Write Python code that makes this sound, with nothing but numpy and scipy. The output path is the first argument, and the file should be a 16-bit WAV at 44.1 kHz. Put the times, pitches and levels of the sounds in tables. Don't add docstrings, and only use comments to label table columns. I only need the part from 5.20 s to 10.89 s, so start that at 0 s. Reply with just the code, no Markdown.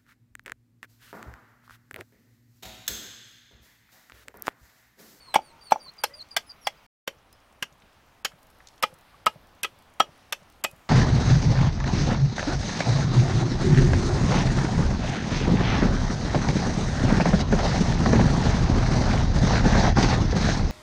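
import sys
import numpy as np
from scipy import signal
from scipy.io import wavfile
from scipy.ndimage import uniform_filter1d

SR = 44100
rng = np.random.default_rng(int(sys.argv[2]) if len(sys.argv) > 2 else 0)


def voltage_ratio(decibels):
    exponent = np.asarray(decibels, float) / 20
    return 10 ** exponent


def int16_out(signal):
    q = np.round(np.clip(np.atleast_2d(signal).T, -1, 1) * 32767)
    wavfile.write(sys.argv[1], SR, q.astype(np.int16))


N = 250929

GAP = (1.666, 1.869)


def evened(x):
    return x / np.sqrt(np.mean(x ** 2) + 1e-20)


def peaked(x):
    return x / (abs(x).max() + 1e-20)


def read(points, hz):
    f, value = np.transpose(points)
    return np.interp(np.log(hz + 1), np.log(f + 1), value)


def add(mix, s, sound):
    part = mix[round(s * SR):][:len(sound)]
    part += sound[:len(part)]


def ring(modes):
    t = np.arange(SR // 8) / SR
    return sum(voltage_ratio(db - 60 * t / t60) * np.sin(2 * np.pi * hz * t) for hz, db, t60 in modes)


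def band(x, hz, octaves):
    edges = np.clip([hz / 2 ** octaves, hz * 2 ** octaves], 30, SR / 2 - 500)
    return signal.sosfilt(signal.butter(2, edges, "bandpass", fs=SR, output="sos"), x)


def without_bass(x, hz, order):
    return signal.sosfilt(signal.butter(order, hz, "highpass", fs=SR, output="sos"), x)


def air():
    # Hz, dB per Hz.
    near_colour = [(15, -28.5), (28, -5.5), (65, -2), (140, -10), (230, -9.5), (350, -14), (900, -11),
                   (1350, -10), (1650, -16), (2200, -14), (4000, -23.5), (6300, -27), (7200, -33),
                   (11500, -34), (15800, -33.5)]
    # Hz, dB per Hz.
    away_colour = [(15, -40), (28, 1), (70, 5.5), (130, -6), (230, -3), (380, -8.5), (750, -4), (1300, -7),
                   (1700, -10), (3000, -14.5), (4500, -19.5), (6000, -22), (7600, -26.5), (11500, -27),
                   (15800, -30)]
    # time in seconds, dB.
    breeze = [(1.87, -1.64), (2.9, -1), (3.4, 0.43), (5.7, 1.57)]
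    frames, hz = N // 256 + 5, np.fft.rfftfreq(1024, 1 / SR)
    a, b, patches = rng.standard_normal((frames, 513, 3)).T
    patches = evened(uniform_filter1d(uniform_filter1d(patches, 20, 0), 10, 1))
    haze = rng.standard_normal((513, frames))
    haze = evened(uniform_filter1d(uniform_filter1d(haze, 70, 0), 40, 1))
    haze_db = 1.3 * haze * np.clip(hz / 5000, 0, 1)[:, None]
    z = (a + 1j * b) * voltage_ratio(.8 * patches + haze_db)

    def coloured(colour):
        shaped = z * voltage_ratio(read(colour, hz))[:, None]
        return evened(signal.istft(shaped, nperseg=1024, noverlap=768)[1][:N])

    near = voltage_ratio(-57.5) * coloured(near_colour)
    breeze_db = np.interp(np.arange(N) / SR, *np.transpose(breeze))
    away = voltage_ratio(-58.5 + breeze_db) * coloured(away_colour)
    return np.where(np.arange(N) < GAP[0] * SR + 99, near, away)


def grit():
    per_s, level_db = 30, -74
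    chance, size, hiss = rng.random((2, N)), rng.exponential(1, (2, N)), rng.standard_normal((2, N))
    clumps = voltage_ratio(3.9 * evened(uniform_filter1d(rng.standard_normal((2, N)), 6000)))
    landings = (chance < clumps * per_s / SR) * voltage_ratio(4.0 * np.minimum(size, 3))
    dull, bright = signal.lfilter([1], [1, -np.exp(-1 / (0.0018 * SR))], landings) * hiss
    return voltage_ratio(level_db) * (band(dull, 5700, .25) * voltage_ratio(0.5) + band(bright, 11500, .3))


def phrase(start, glide, top_hz, db, hook_db, drop, low_hz, scoop_hz, hook):
    sag_hz = 4200 * glide
    hook_s, hook_hz = hook * .015, hook * 480
    octave_db = -64
    knee = start + glide
    knee_hz = top_hz - sag_hz
    low = knee + drop
    return [(start, top_hz - scoop_hz, db - 8.5, octave_db - 10),
            (start + .008, top_hz - 0.1 * sag_hz, db - 0.5, octave_db - 7.5),
            (start + .55 * glide, top_hz - .42 * sag_hz, db - 2.5, octave_db),
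            (knee, knee_hz, db, octave_db - 3.5),
            (knee + 0.54 * drop, .45 * knee_hz + .55 * low_hz, hook_db - 4.5, octave_db - 6),
            (low, low_hz, hook_db - 0.5, octave_db - 6.5),
            (low + hook_s, low_hz + hook_hz, hook_db - 4, octave_db - 17),
            (low + 1.5 * hook_s, low_hz + .8 * hook_hz, hook_db - 25, octave_db - 35.5)]


def peep(rows):
    # Hz, dB.
    path = [(4000, -1.5), (4150, 4), (4300, 0), (4480, 1.5), (4620, -2.5), (4750, -0.5), (4830, 6.5),
            (5200, -2)]
    # Hz, dB.
    octave_path = [(8000, 1.5), (8500, -6), (8950, -0.1), (9200, 3), (9600, -1.5), (10200, 6.5), (11200, 2)]
    s, *columns = np.transpose(rows)
    t = np.arange(s[0], s[-1], 1 / SR)
    hz, db, octave_db = (np.interp(t, s, c) for c in columns)
    turn = 2 * np.pi * np.cumsum(uniform_filter1d(hz, 100, mode="nearest")) / SR
    flutter = voltage_ratio(2.6 * evened(uniform_filter1d(rng.standard_normal(len(t)), 120)))
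    patchy = uniform_filter1d(uniform_filter1d(rng.standard_normal(len(t)), 400), 200)
    patchy_db = 2.5 * evened(patchy)
    tone = voltage_ratio(db - patchy_db + read(path, hz)) * np.sin(turn)
    overtones = np.sin(2 * turn) + voltage_ratio(-18) * np.sin(3 * turn)
    tone += voltage_ratio(octave_db + read(octave_path, 2 * hz) + patchy_db) * overtones
    return s[0], np.sqrt(2) * tone * flutter * signal.windows.tukey(len(t), .08)


def chick():
    # start in seconds, glide in seconds, top Hz, level dB, hook dB.
    peeps = [(.0, .12, 4545, -55.5, -54), (0.216, 0.073, 4700, -62, -65), (.408, .083, 4742, -53.5, -46),
             (.595, 0.071, 4780, -52, -48), (.78, 0.05, 4815, -52, -46), (.936, 0.053, 4853, -52.5, -42),
             (1.107, 0.042, 4836, -53, -54)]
    # start and glide in seconds, top Hz, level dB, hook dB.
    cheeps = [(1.264, 0.028, 5150, -61, -45), (1.411, .03, 5680, -57, -50)]
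    track = np.zeros(N)
    for row in peeps:
        add(track, *peep(phrase(*row, drop=.023, low_hz=4020, scoop_hz=0, hook=.94)))
    for row in cheeps:
        add(track, *peep(phrase(*row, drop=.022, low_hz=4630, scoop_hz=249.5, hook=.35)))
    return track


def far_call(length, first_hz, last_hz, db):
    u = np.arange(0, 1, 1 / (length * SR))
    hz = first_hz + (last_hz - first_hz) * u ** .55
    db = db + 3 * evened(uniform_filter1d(rng.standard_normal(len(u)), 200))
    tone = np.sin(2 * np.pi * np.cumsum(hz) / SR)
    return np.sqrt(2) * voltage_ratio(db) * tone * np.minimum(u / 0.28, 1) * (1 - u) ** 0.72


def far_birds():
    # start in seconds, length in seconds, first Hz, last Hz, level dB.
    calls = [(.075, .043, 1140, 930, -49.5), (.30, .12, 947, 890, -57.5), (.576, .062, 7700, 4300, -59),
             (1.567, .042, 4790, 4930, -65), (.66, .016, 1150, 1020, -50), (.853, .18, 441, 650, -55.5),
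             (.89, .076, 1806, 2100, -57.5), (2.121, .038, 5200, 5100, -62),
             (3.939, .024, 1164, 1130, -51.5)]
    track = np.zeros(N)
    for s, *row in calls:
        add(track, s, far_call(*row))
    return track


def yard(x):
    # Hz, t60 in seconds.
    answer = [(200, 0.49), (800, 0.047), (2500, 0.11), (6000, 0.13), (14000, 0.052)]
    taps = np.zeros(SR // 2)
    at = np.arange(200, len(taps) - 20, 20)
    taps[at + rng.integers(0, 20, len(at))] = rng.choice([-1., 1.], len(at))
    hz, t, z = signal.stft(taps, SR, nperseg=256)
    tail = signal.istft(z * voltage_ratio(-60 * t / read(answer, hz)[:, None]), SR, nperseg=256)[1]
    return signal.fftconvolve(x, tail / np.linalg.norm(tail))[:N]


def cut(db, tear, body_db, edge_db, dry_db, rings):
    # Hz, dB, t60 in seconds.
    body = [(700, -9.5, .012), (965, 6.5, 0.011), (1250, 6.5, 0.025), (1664, 0, 0.028)]
    # Hz, dB, t60 in seconds.
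    wall = [(2100, 2.5, .007), (2660, 4.5, 0.0053), (3056, 4, .006), (3690, -12, 0.0025)]
    # Hz, dB, t60 in seconds.
    edge = [(4500, 10.5, 0.0037), (5200, 2.5, .004), (5440, -9, 0.0012), (7170, -2, 0.0045),
            (8000, -8, 0.0056)]
    # low Hz, high Hz.
    crackle_hz = (6800, 12500)
    noise = rng.standard_normal((2, 6000))
    t = np.arange(6000) / SR
    late = np.maximum(t - tear, 0)
    snaps = noise[0] * voltage_ratio(3.0 * noise[1]) * np.minimum(t / 0.0017, 1)
    out = np.zeros(len(t))

    def rung(force, modes):
        return peaked(signal.fftconvolve(snaps * force, ring(modes))[:len(t)])

    for modes, rel_db, fast, rest_db, slow in ((body, body_db, .03, -22, .12), (wall, 0, .03, -20, .11),
                                               (edge, edge_db, .025, -20, .1)):
        force = voltage_ratio(-60 * late / fast) + voltage_ratio(rest_db - 60 * late / slow)
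        out += voltage_ratio(rel_db - 2.5) * rung(force, modes)
    shake = voltage_ratio(-60 * late / 0.0049) + voltage_ratio(-18.5 - 60 * late / .06)
    for hz, ring_db, t60 in rings:
        out += voltage_ratio(ring_db) * rung(shake, [(hz, 0, t60), (hz * 1.04, -9, .5 * t60)])
    force = voltage_ratio(-60 * np.maximum(t - 0.39 * tear, 0) / 0.015)
    force += voltage_ratio(-22.0 - 60 * late / 0.036) + voltage_ratio(-29.5 - 60 * late / 0.24)
    crackle = signal.sosfilt(signal.butter(3, crackle_hz, "bandpass", fs=SR, output="sos"), snaps * force)
    return voltage_ratio(db) * (out + voltage_ratio(dry_db) * peaked(crackle))


def cuts():
    # start in seconds, wall peak dB, tear in seconds, body dB, brightness dB.
    entries = [(.1405, -15, 0.0061, 1, -9), (.5076, -32, 0.0095, 6, 3), (3.625, -17.5, 0.0044, -5.5, 3),
               (4.060, -19.5, 0.003, -14, -0.5), (4.798, -19, 0.0015, -20, -4),
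               (5.438, -17.5, 0.0079, -9, 6.5)]
    # start in seconds, wall peak dB, tear in seconds, body dB, brightness dB.
    splits = [(.154, -15.5, 0.009, -4.5, -3), (.520, -18, .0033, -5, -1.5)]
    # start in seconds, wall peak dB, tear in seconds, body dB, brightness dB.
    trims = [(.836, -16.5, .0085, -4.5, 0), (1.164, -12.5, .008, -6, -5.5), (1.468, -17, 0.0077, -16, -9)]
    # start in seconds, wall peak dB, tear in seconds, body dB, brightness dB.
    glances = [(1.875, -19, 0.006, -12.5, -5), (2.424, -21, 0.0092, -12, 1),
               (3.047, -16, 0.0096, -25.5, 1.5), (4.431, -21, 0.0075, -22.5, 4.5),
               (5.123, -18, 0.0081, -9, 1)]
    # start in seconds, wall peak dB, tear in seconds, body dB, brightness dB.
    throughs = [(3.632, -12, 0.0073, -3.5, -2), (4.064, -13.5, 0.0076, 2, -0.5),
                (4.444, -19, 0.0058, -6, 0), (4.801, -11.5, 0.00596, 1.5, -17),
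                (5.445, -16, 0.0053, -11, 4)]
    # Hz, dB, t60 in seconds.
    entry_ring = [(830, -20, 0.012), (3150, -11.5, 0.0067), (8000, -6, 0.0074), (9100, -13.5, .025)]
    # Hz, dB, t60 in seconds.
    split_ring = [(1400, -13, 0.06), (2280, -3.5, .035), (3300, -10.5, .025), (5600, -15, .04)]
    # Hz, dB, t60 in seconds.
    trim_ring = [(851, -14, 0.037), (1622, -9, 0.04), (2300, -13.5, .025), (3430, -8, 0.018),
                 (4700, -16, 0.018), (5050, -20, .022), (9670, -19.5, 0.024)]
    # Hz, dB, t60 in seconds.
    glance_ring = [(563, -15, 0.013), (1625, -15, 0.025), (2640, -22, 0.045), (3060, -14.5, 0.042),
                   (3520, -19.5, 0.013), (4203, -21, .03), (5520, -14, .015)]
    # Hz, dB, t60 in seconds.
    through_ring = [(572, -15, .022), (836, -14, 0.041), (1290, -5.5, 0.034), (1947, -17.5, 0.038),
                    (2423, -16, 0.051), (2960, -20, 0.05), (3240, -14.5, 0.04), (5150, -24, 0.035)]
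    track = np.zeros(N)
    # blade edge dB, dry crackle dB
    for blows, rings, edge_db, dry_db in ((entries, entry_ring, -8.5, -4),
                                          (splits, split_ring, -5.5, -15.5),
                                          (trims, trim_ring, -.6, -1.2),
                                          (glances, glance_ring, -7.5, -3.1),
                                          (throughs, through_ring, -11, -26.5)):
        for s, db, tear, body_db, bright_db in blows:
            shifts = rng.standard_normal((len(rings), 2))
            own = [(hz * (1 + .012 * a), d + 1.5 * b, t60) for (hz, d, t60), (a, b) in zip(rings, shifts)]
            add(track, s, cut(db, tear, body_db, edge_db + 0.39 * bright_db, dry_db + bright_db, own))
    return without_bass(track, 480, 2)


def sing(db, hz, t60):
    noise = rng.standard_normal(6000)
    shake = noise[:500] * voltage_ratio(-60 * np.arange(500) / SR / .012)
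    tone = np.convolve(shake, ring([(hz, 0, t60), (hz * 0.96, -9, 0.6 * t60)]))[:len(noise)]
    waver = evened(uniform_filter1d(uniform_filter1d(noise, 200), 100))
    return voltage_ratio(db) * peaked(tone * voltage_ratio(2.2 * waver))


def loose_strips():
    # start in seconds, peak dB, Hz, t60 in seconds.
    sings = [(0.521, -20, 1400, 0.045), (.838, -17, 830, 0.031), (.84, -31, 9540, .06),
             (1.47, -14.5, 826, 0.03), (2.426, -18, 2830, 0.035), (3.049, -28, 563, 0.03),
             (3.636, -28, 840, .13), (3.636, -26, 2990, .08), (4.071, -21, 2830, 0.045),
             (4.075, -31, 3010, 0.08), (4.803, -20, 640, 0.025), (4.068, -13, 1263, 0.024),
             (4.802, -17.5, 830, .03), (1.877, -24, 527, 0.045), (4.433, -22, 3520, 0.025),
             (5.125, -20, 3520, 0.02), (5.446, -19, 2525, 0.1), (4.803, -16, 3270, 0.045),
             (4.803, -35, 7154, 0.08), (4.804, -15, 1260, .022), (4.806, -26, 2960, .1),
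             (4.801, -28, 5730, .08), (4.803, -38, 4470, .08), (4.806, -31, 872, .13),
             (3.634, -15, 1250, .025), (3.633, -19, 530, .07), (3.634, -23, 3270, .03),
             (3.627, -26, 5150, .065), (4.062, -29, 5170, .07), (5.440, -21, 7540, .035),
             (5.441, -33, 9400, .04), (5.449, -24, 3220, .04), (5.447, -33, 2920, .06),
             (5.448, -33, 800, .06), (4.436, -22, 2560, .04), (4.431, -27, 8200, .02),
             (4.446, -24, 3300, .045), (5.127, -26, 6100, .03), (5.13, -30, 2230, .05),
             (5.13, -33, 2630, .07), (2.426, -23, 1620, .025), (2.425, -28, 6800, .025),
             (3.049, -22, 1600, .022), (3.049, -22, 5500, .025), (3.049, -26, 6700, .03),
             (1.471, -19, 3300, .025), (1.471, -21, 2050, .04), (.522, -24, 5850, .04),
             (.155, -19, 2350, .03), (1.166, -24, 2000, .025)]
    track = np.zeros(N)
    for s, *row in sings:
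        add(track, s, sing(*row))
    return track


def thud(db, hz):
    # Hz, dB, t60 in seconds.
    sway = [(150, -13, .12), (228, -6, .1), (320, -2, .04), (410, -1, .04)]
    push = signal.windows.hann(round(0.0009 * SR))
    return voltage_ratio(db) * peaked(np.convolve(ring([(hz, 0, .045)] + sway), push))


def thuds():
    # start in seconds, peak dB, Hz.
    presses = [(0.158, -23, 230), (0.519, -25, 230), (0.682, -49, 151), (0.836, -44.5, 200),
               (1.166, -38.5, 200), (1.467, -43.5, 199), (1.876, -33.5, 260), (2.424, -31.5, 189),
               (2.636, -50, 192.4), (3.048, -36, 195.8), (3.635, -29.5, 230), (4.066, -27, 230),
               (4.432, -38.5, 195), (4.801, -24.5, 241), (5.121, -41.5, 170), (5.443, -31.5, 243)]
    track = np.zeros(N)
    for s, *row in presses:
        add(track, s, thud(*row))
    return track


def knock(db, hz, rise, cane_db):
    # Hz, dB, t60 in seconds.
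    block = [(230, -6.5, 0.038), (586, -14.5, 0.033), (867, 18, 0.062), (1400, -7, .04), (2307, -13, .05),
             (2800, -20.5, .06), (3250, -47, .05), (5750, -15.5, .03)]
    t60 = .013
    cluster = ring([(hz * .92, -2, t60), (hz * 1.02, -1.5, t60 * 1.4),
                    (hz * 1.6, -12, t60), (hz * 0.49, -12, t60)])
    settle = np.minimum(np.arange(len(cluster)) / SR / rise, 1)
    swell = voltage_ratio(60 * rise / t60 * settle)
    both = peaked(cluster * settle * swell) + voltage_ratio(cane_db) * peaked(ring(block))
    push = signal.windows.hann(round(.0003 * SR) + 2)
    return -voltage_ratio(db) * peaked(np.convolve(both, push))


def knocks():
    # start in seconds, peak dB, main ring Hz, rise in seconds, cane ring dB.
    landings = [(.159, -2, 830, 0.00093, -29.5), (.1885, -21, 791, 0.0027, -7.5),
                (.5197, 1, 830, 0.0019, -32), (.5585, -20, 830, .0011, -28),
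                (3.634, -16.5, 1195, 0.0029, -8), (4.0648, -7, 1246, 0.0028, -11.5),
                (4.8005, -10.5, 1250, 0.0028, -10.5)]
    track = np.zeros(N)
    for s, db, *row in landings:
        hz = row[0]
        rebound_s = max(round(.0036 * hz), 1) / hz
        add(track, s + rebound_s, knock(db - 10.5, *row))
        add(track, s, knock(db, *row))
    return track


def chip(db, hz, length, octaves):
    noise = rng.standard_normal(2000)
    t = np.arange(len(noise)) / SR
    scratch = noise * np.minimum(t / length / 0.69, 1) * np.exp(-t / length)
    return voltage_ratio(db) * peaked(band(scratch, hz, octaves))


def debris():
    # start in seconds, peak dB.
    specks = [(.545, -54), (.72, -60), (2.127, -43.5), (3.229, -49.5), (3.268, -51), (3.301, -49),
              (3.558, -56), (3.786, -51), (3.81, -52), (4.27, -54), (4.35, -54.5), (4.588, -49.5),
              (4.622, -54), (4.828, -44), (4.977, -52), (5.299, -47.5), (5.323, -51), (5.471, -58),
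              (5.512, -43), (5.562, -51.5), (5.594, -59)]
    # start in seconds, peak dB, centre Hz.
    glints = [(1.985, -58, 5600), (2.202, -57, 5800), (3.19, -59, 10800), (3.22, -60, 10500),
              (3.238, -58, 14000), (3.31, -58, 11500), (3.347, -59, 10500), (3.385, -57, 11000),
              (3.597, -58, 11000), (3.905, -57, 4000), (4.09, -52, 12000), (4.127, -58, 11000),
              (4.138, -58, 11000), (4.213, -59, 13000), (4.70, -59, 10500), (5.657, -57, 6000),
              (5.578, -61, 12500), (.718, -58, 12000), (.763, -59, 12000)]
    # start in seconds, peak dB, centre Hz.
    chips = [(.736, -51.5, 7000), (.769, -54.5, 5500), (1.017, -47.5, 8000), (1.086, -49.5, 6000),
             (1.105, -54.5, 6050), (2.325, -54, 6650), (2.525, -51.5, 5000), (2.6, -56, 6020),
             (2.62, -47, 2510), (2.73, -57.5, 6000), (3.118, -44, 1500), (3.403, -42.5, 1496),
             (3.471, -36.5, 4680), (3.485, -40.5, 4500), (3.538, -53, 4000), (3.578, -49, 4000),
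             (3.739, -47, 8500), (4.737, -50.5, 8000), (5.229, -54, 6060)]
    track = np.zeros(N)
    for s, db in specks:
        add(track, s, chip(db, 8000, .0023, 1))
    for s, db, hz in glints:
        add(track, s, chip(db, hz, .0018, .25))
    for s, db, hz in chips:
        add(track, s, chip(db, hz, .0027, .54))
    return track


def hushed(x):
    # start in seconds, length in seconds.
    hushes = [(.821, .012), (1.147, .014), (3.028, .015), (3.608, .014), (4.048, .009), (4.419, .008),
              (5.114, .006), (5.419, .016)]
    t = np.arange(N) / SR
    hush = uniform_filter1d(sum(1. * (t > s) * (t < s + length) for s, length in hushes), 100)
    treble = x - signal.oaconvolve(x, signal.firwin(127, 3500, fs=SR)[None], "same")
    return x - hush * (1 - voltage_ratio(-16)) * treble


def bounce(db, hz):
    fall = ring([(150, -1, .05), (hz, -5, .04)])
    return voltage_ratio(db) * peaked(np.convolve(fall, signal.windows.hann(round(0.00089 * SR))))


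def bounces():
    # start in seconds, peak dB, ring Hz.
    drops = [(1.965, -52, 601), (2.52, -48, 600), (3.135, -43.5, 590), (3.727, -41, 520), (4.158, -37, 606),
             (4.53, -50.5, 600), (4.888, -42, 610), (5.221, -45.5, 600), (5.531, -43, 600)]
    track = np.zeros(N)
    for s, *row in drops:
        add(track, s, bounce(*row))
    return track


def scene():
    birds = chick() + far_birds()
    chops = without_bass(cuts() + loose_strips() + knocks() + debris(), 433, 3)
    ground = without_bass(thuds() + bounces(), 90, 2)
    echo = yard(voltage_ratio(-19.0) * chops + voltage_ratio(-21) * birds)
    return (chops + ground + birds + echo + grit() + air())[None]


def top_cut(x):
    return signal.sosfilt(signal.butter(12, 16980, fs=SR, output="sos"), x)


def record(dry):
    t = np.arange(N) / SR
    heard = np.clip(np.maximum(GAP[0] - t, t - GAP[1]) / 0.0017, 0, 1)
    low = signal.oaconvolve(dry, signal.firwin(255, 15950, fs=SR)[None], "same")
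    limited = low + voltage_ratio(-26) * (dry - low)
    return top_cut(np.clip(hushed(limited) * heard, -1, 1))


dry = scene()
out = record(dry)
int16_out(out)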